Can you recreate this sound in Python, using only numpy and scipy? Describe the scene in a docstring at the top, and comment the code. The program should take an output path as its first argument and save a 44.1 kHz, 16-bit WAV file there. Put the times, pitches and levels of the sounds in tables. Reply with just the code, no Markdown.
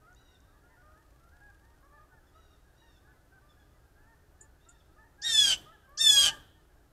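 """Garden deck beside a house, trees beyond: a blue jay screams twice close to the microphone.
Each scream leaps up, sags and turns hoarse, built from partials, half-pitch lines and breath noise.
Farther off, a jay answers from the trees in partials and a flock of geese honks in reedy notes.
A small bird chips twice in two gliding tones; seed ticks and wingbeats at the feeders are shaped noise.
Wall and trees echo; the camera's noise suppressor lets the quiet outdoor rumble swell behind each scream."""
import sys
import numpy as np
from scipy import signal
from scipy.fft import rfft, irfft
from scipy.io import wavfile
from scipy.ndimage import uniform_filter1d

SR = 44100
rng = np.random.default_rng(int(sys.argv[2]) if len(sys.argv) > 2 else 0)


def waveform_to_disk(signal):
    """Save audio, clipped to [-1, 1], as 16-bit WAV at the path in sys.argv[1]."""
    frames = np.transpose(np.atleast_2d(signal))
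    scaled = np.clip(frames, -1, 1) * 32767
    samples = np.round(scaled).astype(np.int16)
    wavfile.write(sys.argv[1], SR, samples)


N = 305172
TIME = np.arange(N) / SR
FREQS = np.arange(N // 2 + 1) * SR / N


def undb(db):
    """Decibels to gain."""
    return 10 ** (np.asarray(db) / 20)


def unit(x):
    """Scale to rms 1."""
    return x / np.sqrt(np.mean(x ** 2))


def response(hz, points):
    """Gain of a (Hz, dB) outline at these frequencies."""
    point_hz, point_db = np.transpose(points)
    return undb(np.interp(np.log(hz + 1), np.log(point_hz), point_db))


def noise(gain):
    """Noise of rms 1 with this gain over frequency."""
    spectrum = rfft(rng.standard_normal(N))
    return unit(irfft(spectrum * gain, N))


def band(hz, width_hz):
    """Noise of rms 1 in one resonance, 6 dB down at the edges of its width."""
    return noise(1 / (1 + (2 * (FREQS - hz) / width_hz) ** 2))


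def wander(rate_hz, count):
    """Smooth random motion of spread about 1, moving at up to this rate."""
    sos = signal.butter(4, rate_hz, fs=SR, output="sos")
    # a quarter second of run-in lets the filter settle
    moving = signal.sosfilt(sos, rng.standard_normal(count + SR // 4))
    return unit(moving)[-count:]


def curves(rows):
    """Sample times and the columns of a table, joined by straight lines."""
    s, *columns = np.transpose(rows)
    t = np.arange(s[0], s[-1], 1 / SR)
    return [t] + [np.interp(t, s, column) for column in columns]


def add(out, start, x):
    """Mix a sound in at its start time in seconds."""
    i = max(int(start * SR), 0)
    out[i:i + len(x)] += x[:N - i]


def turn(hz):
    """Running phase of a pitch curve, in radians."""
    return 2 * np.pi * np.cumsum(hz) / SR


def tone(phase):
    """Sine of rms 1."""
    return np.sqrt(2) * np.sin(phase)


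def scatter(x, t60, wet_db, dull_hz, build_s):
    """Sound thrown back by fence and trees: a dense tail that builds up, dies away and lacks treble."""
    t = TIME[:SR]
    tail = rng.standard_normal(SR) * undb(-60 * t / t60) * (1 - np.exp(-t / build_s))
    wet = signal.fftconvolve(x, tail / np.linalg.norm(tail))[:N]
    dull = signal.butter(2, dull_hz, fs=SR, output="sos")
    return undb(wet_db) * signal.sosfilt(dull, wet)


def outdoors(air_db=-64.5, drone_db=1.0):
    """Steady broadband air, with the low drone of distant machinery as narrow bands of noise."""
    # Outline of the air. Each row: frequency in Hz, relative density in dB per Hz.
    air_outline = [(13, -45), (22, 6.5), (53, -5), (76, -1.5), (203, -12), (333, -26), (475, -15),
                   (717, -15.5), (1020, -21), (1590, -20.5), (2210, -29.5), (11800, -34.5), (14300, -33.5),
                   (15500, -45.5)]
    # Machinery drone. 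Each row: centre in Hz, width in Hz, level in dB before the drone gain.
    drone_bands = [(59.5, 44, -66), (127.3, 17, -77.5), (283.7, 50, -78.5), (318.2, 17, -81.5),
                   (360, 30, -79.5), (417, 22, -81.5)]
    air = undb(air_db) * noise(response(FREQS, air_outline))
    drone = sum(undb(db) * band(hz, width_hz) for hz, width_hz, db in drone_bands)
    return air + undb(drone_db) * drone


def honk(length, pitch_hz, rise):
    """A reedy goose note of four partials, odd ones weaker; high notes arch, low ones run straighter."""
    # A goose's throat heard from afar. Each row: frequency in Hz, gain in dB.
    goose_throat = [(600, 1), (800, -1.5), (920, -1.5), (1250, 3.5), (1650, 2.5), (1850, -8), (2050, -8),
                    (2250, -21.5), (2600, -23), (3600, -43)]
    # Higher notes arch more. Each row: pitch in Hz, arch in octaves.
    arch_by_pitch = [(640, 0.018), (830, .1)]
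    odd_db = -6  # first and third partials against the even ones
    u = np.linspace(-1, 1, int(length * SR))
    arch = np.interp(pitch_hz, *np.transpose(arch_by_pitch))
    octaves = rise * u / 2 - arch * u ** 2 + .004 * wander(250, len(u))
    hz = pitch_hz * 2 ** octaves
    phase = turn(hz)
    voice = 0
    for k in range(1, 5):
        voice = voice + response(k * hz, goose_throat) * undb(k % 2 * odd_db) * tone(k * phase)
    return voice * signal.windows.tukey(len(u), .4)


def geese(flock_db=-78.0, thinning_db=-5, count=220):
    """The nearest geese stand out of the flock's gabble, which slowly moves off; low gabble rises most."""
    # Nearest birds. Each row: start in seconds, length in seconds, pitch in Hz, rise in octaves,
    # level in dB before the throat's colour.
    honks = [(0.01, 0.073, 637, 0.089, -69.5), (0.056, 0.09, 719, 0.14, -65),
             (0.268, 0.09, 1027, 0.023, -73), (0.471, 0.057, 657, 0.13, -75),
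             (0.515, 0.078, 856, 0.061, -76.5), (0.623, 0.08, 713, 0.077, -71),
             (0.684, 0.089, 1002, -0.16, -67.5), (0.688, 0.092, 912, -0.023, -66),
             (0.763, 0.072, 730, 0.052, -68), (0.805, 0.18, 617.6, 0.098, -68.5),
             (0.955, 0.089, 907, 0.18, -68), (1.188, 0.13, 686, 0.056, -73.5),
             (1.31, 0.073, 834, 0.163, -69), (1.315, 0.12, 720, 0.015, -73.5),
             (1.398, 0.13, 830.5, -0.055, -62), (1.615, 0.15, 927, 0.078, -68),
             (1.822, 0.058, 560, 0.15, -67.5), (1.896, 0.16, 601, 0.13, -66),
             (1.917, 0.086, 881, -0.066, -62.5), (2.108, 0.048, 740, -0.085, -68),
             (2.116, 0.085, 896, -0.1, -65), (2.343, 0.071, 648, 0.12, -67.5),
             (2.493, 0.063, 620, 0.073, -75), (2.809, 0.092, 930, 0.012, -63),
             (3.036, 0.12, 862, 0.077, -70), (3.07, 0.06, 755, 0.077, -70),
             (3.128, 0.048, 1030, -0.07, -70), (3.311, 0.09, 780, -0.052, -66),
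             (3.404, 0.14, 596, 0.093, -73.5), (3.562, 0.076, 848, -0.03, -72.5),
             (3.735, 0.056, 997, -0.042, -73), (3.949, 0.12, 856, 0.16, -71.5),
             (4.057, 0.1, 918, -0.014, -62), (4.393, 0.084, 885.0, 0.03, -66),
             (4.655, 0.074, 690.0, 0.19, -69), (4.721, 0.06, 923, -0.15, -70),
             (4.959, 0.049, 626.0, 0.14, -68.5), (4.976, 0.075, 885.0, 0.0097, -60.5),
             (5.025, 0.061, 931, 0.0019, -63), (5.172, 0.13, 817, -0.13, -62.5),
             (5.653, 0.087, 643.5, 0.2, -65.5), (5.718, 0.05, 870, -0.12, -62.5),
             (5.826, 0.07, 795, -0.000012, -69), (5.864, 0.16, 585, 0.28, -65),
             (6.059, 0.15, 853.0, -0.13, -61), (6.142, 0.18, 583.3, 0.15, -63.0),
             (6.25, 0.06, 819, -0.11, -57), (6.286, 0.058, 907, -0.042, -58),
             (6.54, 0.083, 912, -0.054, -70.5), (6.691, 0.041, 834, -0.1, -76)]
    out = np.zeros(N)
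    for start, length, hz, rise, db in honks:
        add(out, start, undb(db) * honk(length, hz, rise))
    for i, (offset, size, pitch) in enumerate(rng.random((count, 3))):
        when = (i + offset) / count  # share of the whole scene
        call = honk(.035 + .05 * size, 560 + 450 * pitch, .2 - .32 * pitch)
        add(out, when * N / SR, undb(flock_db + thinning_db * when) * call)
    return out


def far_jay(scoop=0.19, scoop_s=0.013, drop=0.054, drop_s=.012):
    """A jay in the trees: scoop up, ever hoarser sag and last drop in pitch; short notes are falling blips."""
    # Its calls. Each row: start in seconds, length in seconds, top pitch in Hz, end pitch in Hz,
    # level in dB before the throat's colour, first roughness, last roughness, half-pitch lines in dB.
    far_jeers = [(0.151, 0.23, 1992, 1846, -77.5, .3, 0.9, -7.5),
                 (2.266, 0.036, 1770, 1680, -82, .4, .7, -12),
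                 (2.331, 0.25, 1976, 1825, -82, .17, 0.7, -4.5),
                 (2.756, 0.245, 1984, 1744, -80, 0.03, 0.7, -5),
                 (3.489, 0.04, 1795, 1700, -77.5, 0.4, .6, -17),
                 (3.592, 0.042, 1720, 1665, -82, .4, .6, -10),
                 (4.594, 0.24, 1886, 1737, -83.5, 1.04, 1.2, -4)]
    # Its beak, heard through the trees. Each row: frequency in Hz, gain in dB.
    far_beak = [(1900, -7), (2800, 1.5), (3700, 5), (4700, -5), (6700, -5.5), (7600, -16), (10000, -50)]
    out = np.zeros(N)
    for start, length, top_hz, end_hz, db, first_rough, last_rough, half_db in far_jeers:
        t = TIME[:int(length * SR)]
        hz = top_hz + (end_hz - top_hz) * t / length
        if length > 1 / 10:
            hz = hz * (1 - scoop * np.exp(-t / scoop_s) - drop * np.exp((t - length) / drop_s))
        rough = first_rough + (last_rough - first_rough) * (t / length) ** 2
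        phase = turn(hz * (1 + .027 * rough * wander(400, len(t))))
        # lines at multiples of half the pitch: odd k falls between the partials
        for k in range(2, 10):
            # each line fades in and out on its way through the branches
            fading = undb(3.5 * wander(60, len(t)))
            line = response(k * hz / 2, far_beak) * undb(db + k % 2 * half_db) * tone(k * phase / 2)
            add(out, start, fading * line * signal.windows.tukey(len(t), .15))
    return out


def feeder(tick_s=0.00052, wing_db=-71, beat_hz=19, flight_s=1.34, flight_spread_s=0.64):
    """Dry ticks of beaks on seed as bursts of resonant noise; a small bird's wingbeats as pulsed noise."""
    # Beaks on seed. Each row: start in seconds, pitch in Hz, level in dB.
    ticks = [(.129, 6570, -62), (.148, 6700, -61), (.344, 8250, -66), (.404, 6300, -60),
             (5.579, 13900, -54), (5.893, 12200, -62)]
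    out = np.zeros(N)
    t = TIME[:SR // 20]
    for start, hz, db in ticks:
        snap = t / tick_s * np.exp(1 - t / tick_s)  # peaks at tick_s
        add(out, start, undb(db) * snap * band(hz, 1400)[:len(t)])
    beat_phase = turn(beat_hz * (1 + .35 * wander(12, N)))
    beats = ((1 + np.cos(beat_phase)) / 2) ** 14
    flight = np.exp(-((TIME - flight_s) / flight_spread_s) ** 2)
    return out + undb(wing_db) * flight * beats * band(3800, 12000)


def chips():
    """One side of the small bird's syrinx dives and holds while the other flicks upward."""
    # The chips. Each row: start in seconds, level in dB before the shape's own levels.
    chip_rows = [(4.407, -52.5), (4.686, -57)]
    # Diving voice. Each row: seconds from start, pitch in Hz, relative level in dB.
    dive = [(0, 9870, -27), (.0025, 7380, -1), (.007, 6850, 3), (.012, 7200, -10), (.02, 7170, -27)]
    # Flicking second voice. 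Each row: seconds from start, pitch in Hz, relative level in dB.
    flick = [(.005, 7200, -2), (.008, 8500, -3), (0.012, 9800, -9), (.014, 10700, -23)]
    out = np.zeros(N)
    for start, db in chip_rows:
        for shape in (dive, flick):
            t, hz, shape_db = curves(shape)
            add(out, start + t[0], undb(db + shape_db) * tone(turn(hz)))
    return out


def jeer(row, pitch, ring, hoarse):
    """Controls of one scream: leap and sag, swell, flutter, split into a strong-weak beat, rasp, end."""
    scoop, scoop_s = 0.32, 0.011  # starts this share flat and leaps up to pitch
    attack_db, attack_s = -35.5, 0.0026  # the voice catches
    release_db, release_s = -24, 0.018  # the voice gives out
    half_start_db, half_split_db = -10.5, -6  # half-pitch lines before and after the split
    half_hoarse_db = -5  # they sink into the rasp at full roughness
    beat_ratio = 0.25  # before the split, cycles come early and late in groups of four
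    growl_depth, growl_hz = 0.81, 165  # rattle of a hoarse voice: depth at full roughness, mean rate
    start, length, first_db, full_db, swell_s, split_s, flutter = row
    t = TIME[:int(length * SR)]
    hz, ring_db, rough = (np.interp(start + t, *np.transpose(curve)) for curve in (pitch, ring, hoarse))
    hz = hz * (1 - scoop * np.exp(-t / scoop_s))
    gate_db = attack_db * np.exp(-t / attack_s) + release_db * np.exp((t - length) / release_s)
    rest_db = gate_db + np.interp(t, [0, swell_s], [first_db, full_db])
    split = np.minimum(t / split_s, 1) ** 3
    half_db = half_start_db + (half_split_db - half_start_db) * split ** 2 + half_hoarse_db * rough
    sway = flutter * np.sin(np.pi * split) * np.sin(beat_ratio * turn(hz))
    growl = growl_depth * rough * np.sin(turn(growl_hz * (1 + .2 * wander(40, len(t)))))
    return t, hz, ring_db, gate_db, rest_db, half_db, rough, sway, growl


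def near_jay(jitter=0.055, jitter_hz=550, ring_jitter=0.026, shimmer=0.42, rasp_db=3,
             shut_db=-80, whistle_db=7, opening_s=0.02, shut_hz=5300):
    """The syrinx beats strong-weak, adding half-pitch lines, then roughens; the throat follows partial two."""
    # The screams. Each row: start in seconds, length in seconds, first level in dB, full level in dB,
    # swell in seconds, time to split strong-weak in seconds, flutter depth in radians,
    # tilt in dB per octave. Levels are before the beak's colour.
    jeers = [(5.215, 0.34, -40, -29.5, 0.15, 0.117, 0.25, -2),
             (5.9721, 0.33, -33, -27, 0.11, 0.042, 0.03, 0.5)]
    # Sagging pitch, one list a scream. Each row: time in seconds, pitch in Hz.
    pitches = [
        [(5.25, 1884), (5.264, 1892), (5.34, 1767), (5.416, 1687), (5.54, 1500), (5.555, 1500)],
        [(6.005, 1840), (6.105, 1706), (6.179, 1634), (6.221, 1628), (6.277, 1527), (6.305, 1480)],
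    ]
    # Ringing second partial, one list a scream. Each row: time in seconds, level in dB.
    rings = [
        [(5.216, -71), (5.244, -37.5), (5.26, -31.5), (5.324, -31), (5.406, -17.5), (5.432, -29),
         (5.444, -21.5), (5.464, -30.5), (5.528, -25.5), (5.562, -44)],
        [(5.974, -63.5), (6.001, -35), (6.017, -20), (6.033, -43.5), (6.043, -21.5), (6.109, -17),
         (6.131, -28.5), (6.179, -20), (6.283, -27.5), (6.312, -44)],
    ]
    # Hoarseness, one list a scream. Each row: time in seconds, roughness from 0 to 1.
    roughs = [
        [(5.225, .1), (5.275, .27), (5.3, .08), (5.335, .06), (5.365, .14), (5.415, .12), (5.465, .32),
         (5.525, .65)],
        [(6.03, .015), (6.105, .025), (6.155, .12), (6.215, .27), (6.27, .72)],
    ]
    # Throat and open beak. Each row: frequency in Hz, gain in dB.
    beak = [(850, -22.5), (1300, -13), (2500, -10), (3300, -5), (4300, -9), (4900, -5), (6000, -5),
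            (7000, -5.5), (8500, -8), (10000, -19.5), (11800, -18.5), (13000, -33.5), (15500, -40.5)]
    # Outline of the hoarse rasp. Each row: frequency in Hz, relative density in dB per Hz.
    rasp_outline = [(100, -17.5), (380, -12.5), (780, 3.5), (1000, -18), (1400, 1), (2000, -4), (3000, -1),
                    (5500, -1), (8500, -12.5), (13000, -36.5)]
    fundamental_db = -41.5  # steady between the catch and the giving out, once the beak is open
    half_tilt_db = 4  # per octave: the half-pitch lines are weakest low down
    out = np.zeros(N)
    rasp = noise(response(FREQS, rasp_outline))
    for (*row, tilt_db), pitch, ring, hoarse in zip(jeers, pitches, rings, roughs):
        t, hz, ring_db, gate_db, rest_db, half_db, rough, sway, growl = jeer(row, pitch, ring, hoarse)
        steady = turn(hz) + sway
        slip = turn(hz * rough * wander(jitter_hz, len(t)))
        slip = slip - uniform_filter1d(slip, SR // 100)  # cycles come early and late around a firm pitch
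        phase = steady + jitter * slip
        # the throat's ringing evens out the partial that it is tuned to
        voice = undb(ring_db) * tone(2 * (steady + ring_jitter * slip))
        # the beak starts nearly shut, ringing in one narrow band, and opens
        shut = np.exp(-(t / opening_s) ** 2)
        voice += undb(fundamental_db + gate_db) * (1 - shut) * tone(phase)
        # lines at multiples of half the pitch; each wavers by a few dB, the half-pitch lines most
        for k in range(1, 20):
            if k in (2, 4):  # partials one and two are already sounding
                continue
            line_hz = k * hz / 2
            odd = k % 2
            line_db = rest_db + odd * (half_db + half_tilt_db * np.log2(k / 7))
            line_db = line_db + tilt_db * np.log2(k / 6)
            line_db = line_db + shut * (whistle_db + shut_db * np.log2(line_hz / shut_hz) ** 2)
            line_db = line_db + (2 + 1.5 * odd) * wander(55, len(t))
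            line = tone(k * phase / 2 + rng.uniform(0, 2 * np.pi))
            voice += response(line_hz, beak) * undb(line_db) * line
        voice *= 1 + growl + shimmer * rough * wander(780, len(t))
        # air rushes through once a cycle
        puffs = (1 + np.cos(phase)) / 2
        voice += undb(rest_db + rasp_db) * rough ** (3 / 2) * rasp[:len(t)] * puffs
        add(out, row[0], voice)
    return out


def lag(x, seconds):
    """One-pole smoothing with this time constant."""
    keep = np.exp(-1 / (seconds * SR))
    return signal.lfilter([1 - keep], [1, -keep], x)


def suppressor(front, background, threshold_db=-36, lift_db=14, listen_s=0.039, glide_s=0.012,
               bass_hz=90):
    """The camera's noise suppressor lets the background, save its deep bass, rise while all is loud."""
    power = lag((front + background) ** 2, listen_s)
    opened = lag(power / (power + undb(threshold_db) ** 2), glide_s)
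    bass = lag(background, 1 / (2 * np.pi * bass_hz))
    return front + bass + undb(lift_db * opened) * (background - bass)


def scene():
    """Far birds washed in the tree line, near birds with short echoes; the background swells with screams."""
    # Colour of the near jay's echo from the tree line. Each row: frequency in Hz, gain in dB.
    tree_colour = [(1700, -6.5), (2900, 2), (3250, -4), (3500, 0), (3750, 9.5), (4500, -6), (9000, -25)]
    wall_s, wall_db = 0.0125, -6.5  # single echo from the house wall
    trees_s = 0.07  # delay before the tree line answers with a long, even wash
    flock, answer = geese(), far_jay()
    far = answer + scatter(answer, t60=0.79, wet_db=-6.0, dull_hz=6620, build_s=0.015)
    far = far + flock + scatter(flock, t60=0.55, wet_db=-8.0, dull_hz=4470, build_s=0.018)
    background = far + outdoors()

    small = chips()
    small = small + scatter(small, t60=0.1, wet_db=-3.0, dull_hz=12000, build_s=0.0041)

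    near = near_jay()
    direct = near + undb(wall_db) * np.interp(TIME - wall_s, TIME, near)
    yard = scatter(near, t60=.26, wet_db=-19.5, dull_hz=14000, build_s=.008)
    trees = scatter(near, t60=0.68, wet_db=-39.5, dull_hz=6270, build_s=0.1)
    trees = irfft(rfft(trees) * response(FREQS, tree_colour), N)
    trees = np.interp(TIME - trees_s, TIME, trees)
    front = direct + yard + trees + small + feeder()
    return suppressor(front, background)[None]


def record(dry):
    """The camera cuts the top steeply above 15.7 kHz."""
    return signal.sosfilt(signal.ellip(10, .2, 80, 15700, fs=SR, output="sos"), dry)


dry = scene()
out = record(dry)
waveform_to_disk(out)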